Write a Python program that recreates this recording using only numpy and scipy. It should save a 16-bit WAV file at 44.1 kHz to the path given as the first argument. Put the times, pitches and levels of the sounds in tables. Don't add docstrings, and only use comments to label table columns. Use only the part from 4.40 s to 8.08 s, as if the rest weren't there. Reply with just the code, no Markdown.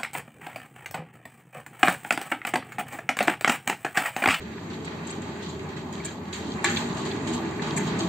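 import sys
import numpy as np
from scipy import signal
from scipy.fft import rfft, irfft
from scipy.io import wavfile
from scipy.ndimage import uniform_filter1d

SR = 44100
rng = np.random.default_rng(int(sys.argv[2]) if len(sys.argv) > 2 else 0)


def rack_gain(trim_db):
    fader = np.asarray(trim_db, float)
    return 10 ** (fader / 20)


def materialize(psi):
    bounded = np.clip(np.atleast_2d(psi).T, -1, 1)
    quanta = np.round(bounded * 32767).astype(np.int16)
    wavfile.write(sys.argv[1], SR, quanta)


N = 162288

# frequency in Hz, density in dB per Hz.
NIGHT_AIR = [(30, -20), (55, -23), (80, 8.5), (110, -13), (500, -8.5), (3300, -29), (8600, -64)]
# time in seconds, wheel rumble in dB, frame roar in dB, chatter in dB.
ROLLING = [(0, -34, -51, -48.5), (.1, -41, -51.5, -48.5), (.28, -36.5, -46, -48), (.67, -36, -43.5, -45.5),
           (.95, -36, -44, -45), (1.2, -35.5, -46, -50), (1.55, -37, -43, -47), (1.8, -39, -46.5, -50.5),
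           (2.0, -36.5, -43, -44.5), (2.15, -32.5, -42, -44.5), (2.46, -31.5, -37.5, -39),
           (2.55, -32, -38, -43), (2.9, -30.5, -38.5, -40.5), (3.129, -32, -39, -44),
           (3.4, -29.5, -37.5, -39), (3.68, -29, -35.5, -40)]
# frequency in Hz, width in Hz, level in dB.
SHEET_MODES = [(102.5, 22, -5.5), (142, 21, -2), (169.9, 18.4, 0), (196.4, 18, -1), (231, 27.3, 1),
               (281.8, 22, -2), (332, 20.6, -2.5), (360.7, 18.5, -2.5), (395.5, 37.4, -1), (449.3, 18, -9)]
# frequency in Hz, width in Hz, level in dB.
FRAME_MODES = [(631, 90, -3.5), (742, 146, -1.5), (840.5, 92, 0), (878.5, 30, -1.5), (1014, 83, -5),
               (1119, 18.4, -7), (1205, 79, -7.5)]
# frequency in Hz, width in Hz, level in dB.
PANEL_MODES = [(1362, 530, 1.5), (1490, 81, 1.5), (1670, 75, -3), (1808, 49, -0.5), (1902, 160, 1.5),
               (2234, 160, -3), (2313, 41, -4.5), (2398, 130, -3), (2574, 60, -5), (2738, 34, -8.5)]
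# frequency in Hz, width in Hz, level in dB.
BAR_MODES = [(2930, 310, 0.5), (3220, 59, 1), (3443, 72, 1), (3504, 230, 1.5), (3823, 250, 3.5),
             (4103, 70, -1.5), (4296, 67, -2.5), (4635, 150, -1), (5110, 590, -6), (6090, 400, -6.5)]
# frequency in Hz, width in Hz, level in dB.
PIN_MODES = [(6270, 100, -12), (6395, 85, 1.5), (6810, 110, 4), (7070, 130, -5.5), (7330, 63, 2),
             (7340, 28, 5), (7510, 240, 2), (8380, 190, -3)]
CHATTER_LEVELS = [-1, -5.5, -12]
SHAKE_LEVELS = [-10, -7.5, -9]
# start in seconds, panel, bar and pin levels in dB, shake decay (time to fall 95 dB) in
# seconds.
JOINT_JOLTS = [(0.2998, -36.5, -40.5, -54, 0.36), (0.3313, -40, -41, -52, 0.21),
               (0.4437, -38, -40.5, -48.5, 0.5), (0.67, -43, -42, -42, 0.39),
               (0.692, -34, -40, -50.5, 0.27), (0.8162, -48, -43.5, -46.5, 0.57),
               (1.022, -42, -37.5, -44.5, 0.66), (1.0862, -44, -39.5, -45, 0.21),
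               (1.191, -37, -46.5, -51, 0.22), (1.286, -36, -44, -55.5, 0.36), (1.575, -41, -44, -56, 0.37),
               (2.544, -42.5, -41.5, -47, 0.24), (1.3636, -37.5, -42, -46, 0.3),
               (1.5252, -40, -40.5, -42.5, 0.4), (1.6466, -39, -37, -36.5, 0.38),
               (1.926, -31.5, -32.5, -34.5, 0.47), (2.2432, -17.5, -23.5, -27.5, 0.44),
               (2.295, -27, -39.5, -32, 0.72), (2.3675, -32, -29, -34, 0.44),
               (2.5668, -51, -35, -38.5, 0.42), (2.65, -34.5, -36, -38.5, 0.57),
               (2.8683, -31.5, -32.5, -36.5, 0.48), (2.931, -35, -32.5, -32.5, 0.21),
               (3.218, -29.5, -34.5, -41.5, 1), (3.3645, -28, -36, -29.5, 0.28),
               (3.4697, -41, -33, -41, 0.24), (3.587, -40, -31, -33, 0.4)]
BLOW_LEVELS = [-9, -4, 0]
# centre in seconds, frequency in Hz, level in dB,
# length in seconds.
SHEET_BOOMS = [(.312, 164, -47, 0.18), (0.673, 221, -45.5, .15), (1.551, 202, -41, .15),
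               (1.605, 398, -40.5, .1), (1.846, 194, -42, 0.21), (2.083, 293, -36, 0.062),
               (2.153, 212, -43.5, 0.2), (2.29, 818, -39.5, 0.11), (2.299, 355, -35.5, .12),
               (2.43, 231, -33.5, .1), (2.485, 178, -34, 0.092), (2.657, 334, -35, 0.092),
               (2.684, 400, -39.5, 0.2), (2.752, 285, -36.5, 0.047), (2.806, 170, -36, 0.18),
               (2.91, 326, -31, 0.056), (2.947, 243, -31.5, 0.11), (3.06, 328, -34, 0.11),
               (3.174, 415, -37.5, .08), (3.228, 188, -31.5, 0.053), (3.381, 140, -34.5, .2),
               (3.401, 888, -39, 0.073), (3.425, 196, -31, 0.15), (3.493, 164, -33.5, 0.14),
               (3.584, 229, -43, .12), (3.635, 657, -37.5, 0.068), (3.636, 334, -31.5, .07),
               (3.673, 184, -29, .06)]
# start in seconds, level in dB, struck place as its loudest Hz,
# reach in octaves.
FORK_KNOCKS = [(1.6, -38, 2200, 0.091), (1.651, -39.5, 1670, 0.049), (1.677, -40, 1710, 0.21),
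               (2.2421, -16, 2200, 2), (2.2466, -20.5, 2300, 0.12), (2.26, -26, 1670, .1),
               (2.285, -26.5, 1800, 0.87), (2.367, -28.5, 3020, 0.41), (3.193, -33.5, 2140, 0.32),
               (3.222, -30, 850, 0.31), (3.374, -28.5, 2160, 0.24), (2.252, -25.5, 1139, 0.38),
               (2.24, -32.5, 2700, 0.088), (2.261, -27, 2040, .08), (1.662, -40, 2300, .08),
               (3.405, -33.5, 2130, 0.23), (.335, -47, 3600, .3)]
# frequency in Hz, width in Hz, level in dB.
FORK_MODES = [(880, 130, 5), (1140, 33, 1.5), (1480, 40, -6), (1665, 15, 2), (1766, 48, 5),
              (1980, 14, -8.5), (2040, 20, -4), (2217, 45, -9), (2330, 46, -1), (2650, 60, -8),
              (2707, 16, -8.5), (3530, 30, -6), (3900, 67, -3.5), (4105, 20, -4)]
# start in seconds, level in dB, length in seconds.
PIN_SCRAPES = [
    (.445, -44.5, 0.015),
    (0.667, -41.5, .018),
    (0.701, -40, 0.02),
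    (1.644, -34, 0.025),
    (2.241, -26, .012),
    (3.361, -34, 0.015),
    (3.37, -29, 0.019),
    (2.87, -42.5, 0.028),
    (3.588, -43.5, 0.012),
]
# frequency in Hz, width in Hz, level in dB.
SCRAPE_MODES = [(6520, 260, -5), (6840, 66, -9), (7330, 250, 5.5), (7920, 250, -0.5), (8415, 130, -3)]
# start in seconds, level in dB, length in seconds.
FRAME_RAPS = [
    (2.366, -27, 0.011),
    (2.711, -32.5, .009),
    (3.216, -39, 0.011),
    (1.926, -38.5, 0.019),
]
# frequency in Hz, likeness from 0 to 1.
STEREO_LIKENESS = [(60, .98), (250, 0.98), (500, 0.74), (2000, 0.043)]
# frequency in Hz, left minus right in dB.
STEREO_LEAN = [(1290, 0), (2380, -3), (4400, -1), (8120, 2.5), (12000, -9)]
# frequency in Hz, level in dB.
TOP_BAND = [(11600, 0), (12700, -9), (13000, -2.5), (15300, -3)]

DETUNE, COLOUR_DB = .008, 3
EDGE_HZ = 8620


def evened(x):
    return x / np.sqrt(np.mean(x ** 2) + 1e-20)


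def read(points, hz):
    f, value = np.transpose(points)
    return np.interp(np.log(hz + 1), np.log(f + 1), value)


def effort(column):
    rows = np.array(ROLLING)
    return rack_gain(np.interp(np.arange(N) / SR, rows[:, 0], rows[:, column]))


def wander(hz):
    t = np.arange(N) / SR
    rates = hz * np.geomspace(.1, 1, num=16)
    return evened(sum(np.sin(2 * np.pi * (f * t + rng.random())) / np.sqrt(f) for f in rates))


def ring(modes, detune=0., colour_db=0.):
    hz, width, db = np.transpose(modes)[:, :, None]
    t = np.arange(4096) / SR
    colour, shift = rng.standard_normal((2, len(modes), 1))
    sign = (-1.) ** np.arange(len(modes))[:, None]
    level = sign * np.sqrt(width) * rack_gain(db + colour_db * colour)
    decay = np.exp(-np.pi * width * t)
    out = (level * decay * np.sin(2 * np.pi * hz * (1 + detune * shift) * t)).sum(0)
    return out / np.linalg.norm(out)


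def through(drive, modes):
    return signal.oaconvolve(drive, ring(modes)[None])[:, :N]


def add_at(out, start_s, sound):
    at = int(start_s * SR)
    out[:, at:at + sound.shape[1]] += sound


def night():
    hz = np.fft.rfftfreq(N, 1 / SR)
    air = rfft(rng.standard_normal((2, N)), axis=1) * rack_gain(read(NIGHT_AIR, hz))
    return rack_gain(-45) * evened(irfft(air, N, axis=1))


def wheels():
    lumps, swells = rng.standard_normal((2, 2, N))
    rumble = evened(through(lumps * rack_gain(.7 * wander(hz=29.76)), SHEET_MODES))
    roar = evened(through(swells * rack_gain(1.2 * wander(hz=24.98)), FRAME_MODES))
    return effort(column=1) * rumble + effort(column=2) * roar


def chatter():
    ticks_per_s, tick_spread_db, grit_db, flutter_db, shake_curve = 1100, 3.5, 3, 1.8, 1.5
    t, out = np.arange(N) / SR, np.zeros((2, N))
    for k, modes in enumerate([PANEL_MODES, BAR_MODES, PIN_MODES]):
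        power = (effort(column=3) * rack_gain(CHATTER_LEVELS[k] + flutter_db * wander(hz=20))) ** 2
        for row in JOINT_JOLTS:
            start, shake_s = row[0], row[4]
            fall_db = 95 * (np.abs(t - start) / shake_s) ** shake_curve
            power = power + (t > start) * rack_gain(row[k + 1] + SHAKE_LEVELS[k] - fall_db) ** 2
        strength = rack_gain(tick_spread_db * rng.exponential(1, (2, N)))
        ticks = (rng.random((2, N)) < ticks_per_s / SR) * strength * rng.choice([-1, 1], (2, N))
        drive = evened(ticks) + rack_gain(grit_db) * rng.standard_normal((2, N))
        out += through(evened(drive) * np.sqrt(power), modes)
    return out


def clanks():
    decay_s, rise_s = [.1, .076, .066], [.0087, .0067, .0036]
    grain_db = 3
    t, out = np.arange(3072) / SR, np.zeros((2, N + 8192))
    for row in JOINT_JOLTS:
        for k, modes in enumerate([PANEL_MODES, BAR_MODES, PIN_MODES]):
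            grain = 13 * uniform_filter1d(rng.standard_normal(len(t)), size=36)
            blow = evened(rng.standard_normal((2, len(t))) * rack_gain(grain_db * grain))
            fall = rack_gain(row[k + 1] + BLOW_LEVELS[k] - 60 * t / decay_s[k])
            blow = blow * np.minimum(t / rise_s[k], 1) * fall
            add_at(out, row[0], signal.fftconvolve(blow, ring(modes, DETUNE, COLOUR_DB)[None]))
    return out[:, :N]


def booms():
    t, out = np.arange(N) / SR, np.zeros((2, N))
    waver = np.cumsum(1 + .012 * wander(hz=20)) / SR
    for centre, hz, db, length in SHEET_BOOMS:
        swell = np.exp(-2.77 * ((t - centre) / length) ** 2)
        out += rack_gain(db + 2) * swell * np.sin(2 * np.pi * (hz * waver + rng.random((2, 1))))
    return out


def knocks():
    side_db, rise_s = -15, .003
    out, hz = np.zeros((2, N + 8192)), np.array(FORK_MODES)[:, 0]
    for start, db, place_hz, reach in FORK_KNOCKS:
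        modes = np.array(FORK_MODES)
        modes[:, 2] -= 6 * (np.log2(hz / place_hz) / max(reach, .05)) ** 2
        pair = np.array([ring(modes), rack_gain(side_db) * ring(modes, .004, 4.1)])
        rise = np.minimum(np.arange(pair.shape[1]) / SR / rise_s, 1)
        add_at(out, start, rack_gain(db + 27) * rise * pair)
    return out[:, :N]


def contacts(table, modes):
    t, out = np.arange(2048) / SR, np.zeros((2, N + 8192))
    for start, db, length in table:
        swell = np.sin(np.pi * np.minimum(t / length, 1) ** .71)
        snap = rng.standard_normal((2, len(t))) * rack_gain(db + 1) * swell
        add_at(out, start, signal.fftconvolve(snap, ring(modes, DETUNE, COLOUR_DB)[None]))
    return out[:, :N]


def pin_scrapes():
    return contacts(PIN_SCRAPES, SCRAPE_MODES)


def bar_raps():
    return contacts(FRAME_RAPS, PANEL_MODES[-2:] + BAR_MODES[1:-2])


def spread(pair):
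    hz = np.fft.rfftfreq(N, 1 / SR)
    same, lean = read(STEREO_LIKENESS, hz), rack_gain(read(STEREO_LEAN, hz) / 2)
    a, b = rfft(pair, axis=1)
    mid, side = np.sqrt((1 + same) / 2) * a, np.sqrt((1 - same) / 2) * b
    return irfft([(mid + side) * lean, (mid - side) / lean], N, axis=1)


def scene():
    gate = wheels() + chatter() + clanks() + booms() + knocks() + pin_scrapes() + bar_raps()
    return spread(night() + gate)


def treble_power(z, hz):
    band = irfft(z * ((hz > 4500) & (hz < EDGE_HZ)), N, axis=1)
    power = uniform_filter1d(band ** 2, size=256, axis=1)
    return np.abs(power).mean(0)[None] / power.mean() + 1e-9


def top_hiss(treble, hz):
    cells = signal.stft(rng.standard_normal((2, N)), nperseg=1024)[2]
    fine = uniform_filter1d(rng.standard_normal(cells.shape), size=8, axis=1)
    broad = uniform_filter1d(rng.standard_normal(cells.shape), size=12, axis=1)
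    broad = uniform_filter1d(broad, size=4, axis=2)
    cells = cells * rack_gain(4.5 * evened(fine + 2 * broad))
    hiss = evened(signal.istft(cells, nperseg=1024)[1][:, :N])
    linger = uniform_filter1d(np.minimum(treble, 4), size=4096, origin=2000, axis=1)
    hiss = hiss * np.sqrt(1.6 + treble ** 1.45 + 1.9 * linger ** 2)
    return rfft(hiss, axis=1) * rack_gain(-62 + read(TOP_BAND, hz)) * ((hz > 11600) & (hz < 15300))


def edge_leak(dry, treble, hz):
    leak = rfft(dry * treble ** 1.99, axis=1) * (hz > EDGE_HZ) * rack_gain(-62.5 - .015 * (hz - EDGE_HZ))
    gate = uniform_filter1d(1. * (wander(hz=25) > .8), size=512)
    spill = rfft(rng.standard_normal(dry.shape) * gate, axis=1)
    return leak + spill * (hz > EDGE_HZ) * (hz < EDGE_HZ + 700) * rack_gain(-62)


def low_pass(x):
    return signal.sosfilt(signal.butter(12, 15600, fs=SR, output="sos"), x)


def record(dry):
    hz, z = np.fft.rfftfreq(N, 1 / SR), rfft(dry, axis=1)
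    treble = treble_power(z, hz)
    bass_cut = np.maximum(1 / np.sqrt(1 + (74 / (hz + 1)) ** 11.0), rack_gain(-17))
    body = z * (hz < EDGE_HZ) * bass_cut
    mix = irfft(body + edge_leak(dry, treble, hz) + top_hiss(treble, hz), N, axis=1)
    return low_pass(mix)


dry = scene()
out = record(dry)
materialize(out)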